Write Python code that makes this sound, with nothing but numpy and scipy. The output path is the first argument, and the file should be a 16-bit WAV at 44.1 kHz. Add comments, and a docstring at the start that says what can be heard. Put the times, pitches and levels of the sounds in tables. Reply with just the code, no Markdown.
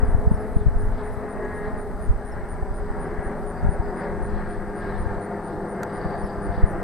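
"""Distant propeller plane over a grass field

A drone of exhaust and propeller lines, roar and rasp sinks slowly in pitch; a delayed ground echo combs it.
Gusts thump the microphone ports: low noise plus single eddies. Grass noise rustles, far insects hiss.
Two bush-crickets sing gliding tones; a grasshopper and field crickets are banded noise.
Birds call in thin slurred notes; a horse cart's harness clicks as short noise bursts."""
import sys
import numpy as np
from scipy import signal
from scipy.fft import rfft, irfft, next_fast_len
from scipy.io import wavfile
from scipy.ndimage import uniform_filter1d, map_coordinates

SR = 44100
rng = np.random.default_rng(int(sys.argv[2]) if len(sys.argv) > 2 else 0)


def inscribe(sig):
    """Save sig as 16-bit PCM at rate SR to the path in sys.argv[1].

    A 1-D sig is mono; a 2-D sig holds one channel per row.
    Samples are clipped to [-1, 1] before scaling.
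    """
    pcm = np.round(np.clip(np.atleast_2d(sig).T, -1, 1) * 32767)
    wavfile.write(sys.argv[1], SR, pcm.astype(np.int16))


N = 301203  # samples

# Spectra: f/Hz, relative density/dB. Levels apply before panning and echo.

# grass rustle spectrum: f/Hz, density/dB
RUSTLE_SPECTRUM = [(1800, -16), (2800, 3.5), (4000, 8.5), (5300, 2), (7000, -48), (12000, -30)]
# grass swishes: t/s, peak/dB
SWISHES = [(.62, -71), (.98, -64.5), (1.66, -69), (2.42, -76), (3.1, -72), (4.03, -68), (4.36, -65),
           (4.53, -66), (4.85, -64), (4.97, -65), (5.12, -71), (5.5, -67), (5.92, -64), (6.03, -66),
           (6.14, -68), (6.28, -64.5), (6.58, -61.5)]
# far insect chorus spectrum: f/Hz, density/dB
CHORUS_SPECTRUM = [(6800, -39), (7700, -5), (8300, 0.5), (8800, 2.5), (9400, -6), (10200, -16),
                   (12000, -58)]
# even hiss spectrum: f/Hz, density/dB
HISS_SPECTRUM = [(2000, -5), (5500, 2.5), (7500, -0.5), (10500, 0), (12500, -3.5), (14500, -4.5),
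                 (15600, -10.5)]
RUSTLE_START_DB, RUSTLE_RISE_DB_PER_S = -71, -0.02
SWISH_HALF_S = 0.062

# field cricket band: f/Hz, density/dB
TRILL_SPECTRUM = [(3600, -45), (4350, -12), (4700, 2), (4950, -3), (5600, -45)]
# field crickets, underlying part: t/s, level/dB
TRILL_LEVEL = [(0, -77), (2.2, -78), (2.5, -75), (3.5, -76), (4, -74), (5.2, -72.5), (5.7, -73), (6, -67),
               (6.83, -71.5)]
# moments when the field cricket band surges: t/s, peak/dB
TRILL_SURGES = [(3.59, -68), (3.87, -68), (4.02, -64), (4.3, -75), (4.53, -69), (6.3, -65), (6.58, -67)]
SURGE_HALF_S = 0.04

# grasshopper leg on wing: f/Hz, density/dB
LEG_FILE_SPECTRUM = [(8500, -17), (9800, -4), (10600, -4), (11800, -9), (13000, -17), (15500, -24)]
# grasshopper bouts: t/s, peak/dB
BOUTS = [(.17, -66), (.37, -71), (.51, -66), (.85, -65.5), (1.14, -67), (1.58, -68), (1.86, -70),
         (2.02, -69), (2.76, -75), (3.42, -69)]
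BOUT_HALF_S = 0.078

# near bush-cricket, uneven tempo: t/s, chirps sung so far
CHIRP_TEMPO = [(.07, 0), (.783, 3), (1.54, 6), (2.486, 10), (2.995, 12), (3.698, 15), (4.752, 19),
               (5.436, 22), (6.178, 25), (6.662, 27)]
CHIRP_DB, CHIRP_SCATTER_DB = -44, 1  # full voice, before stroke effort; spread between chirps
WARM_UP_DB, WARM_UP_S = 3.5, 2.4  # initial shortfall; time to full voice
STROKE_GAP_S = 0.0088

# bird notes: t/s, length/s, start f/Hz, end f/Hz, low partial level/dB, octave level/dB
BIRD_NOTES = [(0.037, .03, 5000, 4750, -64, -61), (.335, .04, 5400, 5300, -65, -72),
              (.388, .049, 5250, 5100, -67, -57), (.58, .075, 4000, 3100, -66, -85),
              (1.115, .039, 4970, 5250, -71, -57), (1.655, .04, 4150, 4050, -65, -85),
              (2.058, .05, 6900, 6400, -69, -85), (2.312, 0.028, 5450, 5130, -56, -59),
              (3.055, .032, 5100, 5200, -67, -64), (4.886, .035, 4450, 3570, -58, -80),
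              (4.943, .022, 3350, 3920, -59, -80), (6.226, .034, 5280, 5480, -60, -59),
              (6.251, .032, 5190, 5080, -61, -54), (6.695, .04, 5950, 5700, -68, -67)]

# harness clicks: t/s, relative level/dB
CLICKS = [(.8854, -57), (1.448, -57), (3.6344, -58), (5.832, -32)]
# click spectrum: f/Hz, gain/dB
CLICK_SPECTRUM = [(300, -40), (900, 0), (1700, 21), (2200, 6), (2900, -6), (4000, 2), (5300, -4),
                  (6800, 7.5), (9000, -7), (11500, -5), (15500, -23)]

# wind buffeting: t/s, relative level/dB
BUFFET_LEVEL = [(0, -19), (.3, -27), (.48, -30), (.7, -25), (1.0, -32.5), (1.45, -32.5), (1.75, -31),
                (2.3, -32), (2.7, -31), (3.05, -35), (3.65, -32.5), (3.95, -37.5), (4.25, -32.5),
                (4.8, -38.5), (5.1, -32), (5.7, -41), (6.55, -31), (6.83, -34)]
# buffeting spectrum: f/Hz, density/dB
RUMBLE_SPECTRUM = [(8, -12), (25, 5.5), (55, -3.5), (100, -6), (160, -23.5), (300, -36), (900, -70),
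                   (3000, -120)]
# eddies at the ports: t/s, core level/dB, pitch f/Hz, left-right level/dB
EDDIES = [(.032, -6, 47.7, 4), (0.092, -11, 61, 1), (.148, -6, 56, 1), (0.188, -12.5, 50, 2),
          (.276, -3.5, 54, -6), (.316, -4.5, 86, 0), (.344, -12, 50, 0), (.567, -6.5, 67, 0.5),
          (.614, -15.5, 47, 5), (0.666, -5, 61, 5), (.686, -6, 45, 3.5), (0.764, -13, 36, -1),
          (.832, -16, 44, 4), (1.175, -25, 43, 13), (1.681, -23, 37, -4), (1.739, -21, 35, -1),
          (1.777, -24, 46, 1), (1.952, -21, 31, 4), (2.096, -9.5, 46, 6.5), (2.112, -13.5, 36, -14.5),
          (2.161, -18.5, 44, -8), (2.438, -20.5, 40, -11), (2.53, -24, 45, 7), (2.63, -15, 47, 0),
          (2.714, -19.5, 28, -8), (2.907, -17.5, 33, -2), (3.193, -20, 38, 3), (3.27, -20, 36, -3),
          (3.635, -16, 70, 4), (3.649, -8.5, 68, 0), (3.67, -11, 56, 9), (3.691, -9, 56, 3.5),
          (3.8, -11.5, 54, 2), (4.228, -24, 40, 8), (4.288, -27, 40, 5), (4.585, -24, 36, -1),
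          (5.065, -20, 48, 10), (5.122, -22, 36, 0), (5.176, -23, 36, 3), (6.061, -18, 40, 2),
          (6.244, -20, 33.8, 5), (6.384, -23.5, 34, 1), (6.498, -20, 44, 9), (6.582, -18, 31, -4),
          (6.639, -6.5, 42, 2.5)]
# turbulence inside an eddy: f/Hz, density/dB
SWIRL_SPECTRUM = [(30, 10.5), (90, 9), (150, -2.5), (260, -9), (400, -25), (1000, -54), (3000, -120)]
BUFFET_GAIN_DB, BUFFET_FLUTTER_DB = 1.5, 2
PORT_LAG_S = 0.0032  # left port after right

# exhaust lines: multiple of firing rate, relative level/dB
EXHAUST_LINES = [(2, -9.5), (3, -2.5), (6, -5), (8, -26.5), (12, -13)]
# exhaust line level: t/s, level/dB
EXHAUST_LEVEL = [(0, -38), (.4, -44), (.85, -43), (1.6, -41.5), (2.3, -48), (3.0, -41.5), (4.15, -43),
                 (5.5, -44), (6.1, -44.5), (6.83, -56)]
# propeller lines: multiple of blade rate, relative level/dB
PROPELLER_LINES = [(1, 2), (2, 0.5), (3, -8), (5, -8.5), (6, -10), (7, -11.5), (8, -10), (11, -21),
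                   (12, -14.5)]
# propeller line level: t/s, level/dB
PROPELLER_LEVEL = [(0, -55), (.4, -41.5), (1.5, -53), (3.9, -54.5), (4.3, -42.5), (5.3, -43), (6, -46),
                   (6.5, -41), (6.83, -43)]
# drone swell on its way through the air (mean removed in use): t/s, level/dB
SWELL_LEVEL = [(0, -37.5), (.33, -36.5), (.65, -40), (1.4, -36), (1.8, -37.5), (2.0, -39.5), (2.3, -39.5),
               (2.5, -37.5), (2.77, -39.5), (3.0, -35.5), (3.6, -37.5), (4.08, -33.5), (4.3, -36),
               (4.65, -38), (5.15, -34), (5.45, -36.5), (6.07, -33), (6.25, -35), (6.83, -34.5)]
# beating hum: t/s, fifth exhaust line level/dB, fourth propeller line level/dB
HUM_LEVELS = [(0, -43, -45), (.63, -42.5, -45), (.71, -49, -51), (.87, -44.5, -47), (.95, -52, -53),
              (1.03, -43, -45), (1.3, -43.5, -46), (1.6, -41, -45), (2.25, -51, -53), (2.6, -48, -52),
              (3.0, -40.5, -49), (3.4, -39.5, -47), (3.6, -46, -50), (4.05, -38, -49), (4.5, -40, -52),
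              (5.2, -37.5, -51), (5.55, -39.5, -52), (6.1, -36.5, -51), (6.45, -35.5, -50),
              (6.83, -42, -52)]
# roar spectrum: f/Hz, density/dB
ROAR_SPECTRUM = [(40, -27), (90, -7), (170, 1), (270, -2.5), (360, 1.5), (520, -3), (720, 0), (900, -3.5),
                 (1100, -11), (1400, -11.5), (2000, -33), (3000, -59), (6000, -120)]
# rasp spectrum: f/Hz, density/dB
RASP_SPECTRUM = [(600, -64), (1100, 3), (1350, -2), (1650, 1), (1950, -3.5), (2150, -8.5), (2350, -16.5),
                 (2700, -23), (3500, -34), (9000, -120)]
# rasp level, also carries the whine: t/s, level/dB
RASP_LEVEL = [(0, -42.5), (.22, -50), (.43, -46), (.63, -49.5), (1.25, -45.5), (1.65, -45), (1.87, -49.5),
              (2.2, -50.5), (2.42, -46), (2.72, -51), (2.9, -45.5), (3.27, -44), (3.45, -49), (3.6, -44.5),
              (3.85, -48), (4.02, -41.5), (4.2, -47.5), (4.42, -43), (4.65, -46.5), (4.82, -42),
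              (5.55, -49.5), (5.95, -42), (6.3, -46), (6.75, -44)]
# blade tip whine: multiple of blade rate, relative level/dB
WHINE_LINES = [(16, 3), (17, -5.5), (17.6, -1.5), (18, -8.5), (19, -3.5), (21, -10.5)]
# blade tip flare lines: multiple of blade rate, relative level/dB
FLARE_LINES = [(16, 6), (17.6, -7.5), (18, 3), (19, -7), (20, -5.5)]
# blade tip flares: t/s, peak/dB
FLARES = [(1.55, -52), (3.2, -63)]
# ground echo: t/s, delay/s
GROUND_DELAY = [(0, 0.0044), (1.8, 0.0048), (3.8, 0.0054), (5.8, 0.005766), (6.83, 0.006)]
FIRING_START_HZ, SAG_HZ_PER_S = 85.4, 0.71
BLADE_RATIO = 1.2354  # blade passes per firing
FIRST_THROB_S = 0.025  # first crest of the hum beat
EXHAUST_SWING, PROPELLER_SWING = 0.95, 1.03  # shares of the swell
ROAR_DB = -35  # at mean swell
WHINE_START_DB, WHINE_RISE_DB_PER_S = -15, 0.81  # against the rasp level
FLARE_HALF_S = 0.21

TOP_HZ = 15700


def amp(db):
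    """Decibels to gain."""
    return 10 ** (np.asarray(db) / 20)


def unit(x):
    """Scale to rms 1."""
    return x / np.sqrt(np.mean(x ** 2) + 1e-20)


def seconds():
    """Time of each sample."""
    return np.arange(N) / SR


def curves(rows):
    """One interpolated curve per column after the time."""
    s, *columns = np.transpose(rows)
    return [np.interp(seconds(), s, column) for column in columns]


def swells(rows, half_s):
    """Sum of bell-shaped swells, one per (t/s, peak/dB) row."""
    return sum(amp(db) / (1 + ((seconds() - s) / half_s) ** 2 / 2) ** 2 for s, db in rows)


def wobble(rate_hz):
    """Smooth random curve, rate_hz knots a second."""
    knots = rng.standard_normal(int(N * rate_hz / SR) + 4)
    return map_coordinates(knots, [np.arange(N) * rate_hz / SR])


def filtered(x, response):
    """Multiply the zero-padded spectrum of x by response(hz)."""
    m = next_fast_len(N + SR // 2)
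    return irfft(rfft(x, m) * response(np.fft.rfftfreq(m, 1 / SR)), m)[..., :N]


def coloured(x, spectrum):
    """Shape x by (f/Hz, dB) points on a log axis."""
    f, db = np.transpose(spectrum)
    return filtered(x, lambda hz: amp(np.interp(np.log(hz + 1), np.log(f), db)))


def noise(spectrum, side_db, patchy_db):
    """Stereo noise of rms 1 with drifting gain patches; side_db sets its width."""
    z = signal.stft(rng.standard_normal((2, N)), nperseg=1024)[2]
    field = uniform_filter1d(rng.standard_normal(z.shape[1:]), size=6, axis=0)
    field = uniform_filter1d(field, size=20, axis=1)
    patchy = signal.istft(z * amp(patchy_db * unit(field)), nperseg=1024)[1][:, :N]
    mid, side = coloured(patchy, spectrum)
    side = amp(side_db) * side
    return unit(np.array([mid + side, mid - side]))


def pan(left_db):
    """Channel gains for a left-right difference."""
    return amp([[left_db / 2], [-left_db / 2]])


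def add(track, s, sound):
    """Mix a sound into a track from time s."""
    start = round(s * SR)
    lo, hi = np.clip([start, start + sound.shape[-1]], 0, N)
    track[..., lo:hi] += sound[..., lo - start:hi - start]


def glide(length_s, start_hz, end_hz):
    """Phase and rounded envelope of a short gliding note."""
    u = np.linspace(0, 1, round(length_s * SR))
    phase = 2 * np.pi * np.cumsum(start_hz + (end_hz - start_hz) * u) / SR
    return phase, np.abs(np.sin(np.pi * u))


def meadow():
    """Grass rustles and swishes as banded noise, under a far insect chorus and an even hiss."""
    steady = amp(RUSTLE_START_DB + RUSTLE_RISE_DB_PER_S * seconds())
    stirring = np.hypot(steady, swells(SWISHES, SWISH_HALF_S))
    grain = amp(1.35 * wobble(150)) * noise(RUSTLE_SPECTRUM, side_db=-8, patchy_db=2.0)
    rustle = pan(2.4) * stirring * unit(grain)
    chorus = pan(0.82) * amp(-67.5) * noise(CHORUS_SPECTRUM, side_db=-6.5, patchy_db=2.0)
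    hiss = amp(-65.5) * noise(HISS_SPECTRUM, side_db=0.0, patchy_db=1.5)
    return rustle + chorus + hiss


def field_crickets():
    """Many distant trills merge into one narrow buzzing band that surges now and then."""
    trill_db, = curves(TRILL_LEVEL)
    level = np.hypot(amp(trill_db), swells(TRILL_SURGES, SURGE_HALF_S))
    buzz = amp(2.7 * wobble(110)) * noise(TRILL_SPECTRUM, side_db=-7, patchy_db=5.5)
    return pan(5.4) * level * unit(buzz)


def far_cricket():
    """A fainter bush-cricket repeats one falling stroke."""
    song = np.zeros(N)
    for s in np.arange(0, N / SR, 0.057):
        phase, swell = glide(0.0158, 8950 + rng.normal(0, 80), 8250)
        stroke = amp(-64.0 + rng.normal(0, 1.0)) * swell * np.sin(phase)
        add(song, s + rng.normal(0, 0.0027), stroke)
    return song * pan(-2)


def grasshopper():
    """Leg scraped on wing: bouts of dry treble sizzle."""
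    scrape = amp(1.7 * wobble(120)) * noise(LEG_FILE_SPECTRUM, side_db=-10, patchy_db=0.0)
    return pan(1.1) * swells(BOUTS, BOUT_HALF_S) * unit(scrape)


def chirp(song_db, count):
    """A run of count + 1 uneven wing strokes that gather force, then weaken and sag in pitch."""
    strokes = np.zeros(N)
    for k in range(count + 1):
        effort = min(1, 0.66 + k / 3.7, (count - k + 0.5) / 3.3)
        hz = 8930 + 310 * effort + rng.normal(0, 30)
        phase, swell = glide(0.0075, hz + 130, hz - 170)
        arch = 0.23 * np.sin(np.linspace(-np.pi, np.pi, len(phase)))  # wing fastest in mid stroke
        stroke = swell * np.sin(phase + arch + rng.uniform(0, 2 * np.pi))
        add(strokes, k * STROKE_GAP_S + rng.normal(0, 0.00016), amp(song_db) * effort * stroke)
    return strokes


def near_cricket():
    """A bush-cricket on the right, about four chirps a second, softer at first."""
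    song = np.zeros(N)
    times, sung = np.transpose(CHIRP_TEMPO)
    for s in np.interp(np.arange(sung[-1] + 1), sung, times):
        shortfall_db = WARM_UP_DB * max(0, 1 - s / WARM_UP_S)
        db = CHIRP_DB - shortfall_db + rng.normal(0, CHIRP_SCATTER_DB)
        add(song, s, chirp(db, count=7))
    return song * amp([[-11], [0.3]])


def bird():
    """Thin slurred notes: a gliding, quavering partial and its octave."""
    song = np.zeros(N)
    for s, length_s, start_hz, end_hz, low_db, octave_db in BIRD_NOTES:
        phase, swell = glide(length_s, start_hz, end_hz)
        quaver_hz = 70 * wobble(254)[:len(phase)]
        phase = phase + 2 * np.pi * np.cumsum(quaver_hz) / SR
        add(song, s, swell * (amp(low_db) * np.sin(phase) + amp(octave_db) * np.sin(2 * phase)))
    return song


def harness():
    """Dry clicks: coloured noise bursts that die within a few milliseconds."""
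    clicks, t = np.zeros((2, N)), np.arange(SR // 30) / SR
    envelope = amp(-60 * t / 0.013) * (1 - np.exp(-t / 0.00071))
    for s, db in CLICKS:
        crack = rng.standard_normal(len(t)) + 0.5 * rng.standard_normal((2, len(t)))
        add(clicks, s, amp(db + 6.5) * crack * envelope)
    return pan(-2) * coloured(clicks, CLICK_SPECTRUM)


def wind():
    """Lumpy low buffeting, plus sharp-cored eddies that push, pull and swirl at each port."""
    buffet_db, = curves(BUFFET_LEVEL)
    rumble = amp(BUFFET_FLUTTER_DB * wobble(15)) * noise(RUMBLE_SPECTRUM, side_db=-2.0, patchy_db=-2.5)
    ports = amp(buffet_db + BUFFET_GAIN_DB) * unit(rumble)
    stir = np.zeros((2, N))
    t = np.arange(-SR // 10, SR // 10) / SR
    for s, db, hz, left_db in EDDIES:
        u = 2 * np.pi * hz * (t - PORT_LAG_S * np.array([[0.5], [-0.5]]))
        vortex = amp(db) * pan(left_db) / (1 - 1j * u / 2) ** 3
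        lean = rng.uniform(0, 2 * np.pi) + np.array([[0], [0.9]])  # each port has its own angle
        add(ports, s + t[0], np.real(vortex * np.exp(1j * lean)))
        add(stir, s + t[0], np.abs(vortex))
    swirl = amp(-9.5) * stir * noise(SWIRL_SPECTRUM, side_db=0.5, patchy_db=-2.5)
    return pan(0.54) * (ports + swirl)


def partials(hz, orders, fade_db, fade_rate, smear):
    """Lines at multiples of hz; turbulent air fades each and shifts its phase, high ones most in phase."""
    phase = 2 * np.pi * np.cumsum(hz) / SR
    lines = np.zeros(N)
    for k, db in orders:
        drift = smear * np.sqrt(k) * wobble(11) + rng.uniform(0, 2 * np.pi)
        lines += np.sqrt(2) * amp(db + fade_db * wobble(fade_rate)) * np.cos(k * phase + drift)
    return lines


def hum(firing_hz, blade_hz):
    """Exhaust and propeller lines about 5 Hz apart throb; the air wavers their phases alike."""
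    drift = 0.62 * wobble(20) + rng.uniform(0, 2 * np.pi)
    tone = np.zeros(N)
    for hz, db in zip((5 * firing_hz, 4 * blade_hz), curves(HUM_LEVELS)):
        phase = 2 * np.pi * (np.cumsum(hz) / SR - hz[0] * FIRST_THROB_S)
        tone += np.sqrt(2) * amp(db + 1.5 * wobble(22)) * np.cos(phase + drift)
    return tone


def ground_echo(x, delay_s, strength, dull_hz):
    """Grass returns a dull copy; its delay grows as the plane climbs the sky."""
    echo = filtered(x, lambda hz: 1 / (1 + (hz / dull_hz) ** 2))
    n = np.arange(N)
    return x + strength * np.array([np.interp(n - delay_s * SR, n, side) for side in echo])


def plane():
    """Exhaust, propeller and roar share a swell; hum and rasp have their own levels; whine tracks rasp."""
    t = seconds()
    firing_hz = FIRING_START_HZ - SAG_HZ_PER_S * t  # sinks as the plane passes
    blade_hz = firing_hz * BLADE_RATIO
    level_db, = curves(SWELL_LEVEL)
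    swell_db = level_db - level_db.mean()
    exhaust_db, = curves(EXHAUST_LEVEL)
    propeller_db, = curves(PROPELLER_LEVEL)
    rasp_db, = curves(RASP_LEVEL)
    air_db = 1.02 * wobble(22)  # moving air flutters roar and rasp together

    exhaust = partials(firing_hz, EXHAUST_LINES, fade_db=1.0, fade_rate=16, smear=0.3)
    exhaust *= amp(exhaust_db + EXHAUST_SWING * swell_db)
    propeller = partials(blade_hz, PROPELLER_LINES, fade_db=2, fade_rate=16, smear=0.2)
    propeller *= amp(propeller_db + PROPELLER_SWING * swell_db)
    roar = noise(ROAR_SPECTRUM, side_db=-19.5, patchy_db=1.05)
    roar *= amp(ROAR_DB + swell_db + 0.5 * air_db)

    chop = 1 + 0.045 * np.cos(2 * np.pi * np.cumsum(blade_hz) / SR)  # each blade sheds a puff
    rasp = amp(rasp_db + air_db) * chop * noise(RASP_SPECTRUM, side_db=-12.5, patchy_db=1.5)
    whine = partials(blade_hz, WHINE_LINES, fade_db=2.5, fade_rate=16, smear=0.24)
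    whine *= amp(WHINE_START_DB + WHINE_RISE_DB_PER_S * t + rasp_db)
    flare = partials(blade_hz, FLARE_LINES, fade_db=2, fade_rate=45, smear=0.35)
    whine += swells(FLARES, FLARE_HALF_S) * flare

    low = pan(1.84) * (hum(firing_hz, blade_hz) + exhaust + propeller + roar)
    high = pan(2.9) * (rasp + whine)
    return ground_echo(low + high, curves(GROUND_DELAY)[0], strength=0.57, dull_hz=810)


def scene():
    """Open field: all sources summed, no wall reflections."""
    insects = field_crickets() + far_cricket() + grasshopper() + near_cricket()
    return meadow() + insects + bird() + harness() + wind() + plane()


def record(dry):
    """Sharp band limit: only content below TOP_HZ passes."""
    return filtered(dry, lambda hz: hz < TOP_HZ)


dry = scene()
out = record(dry)
inscribe(out)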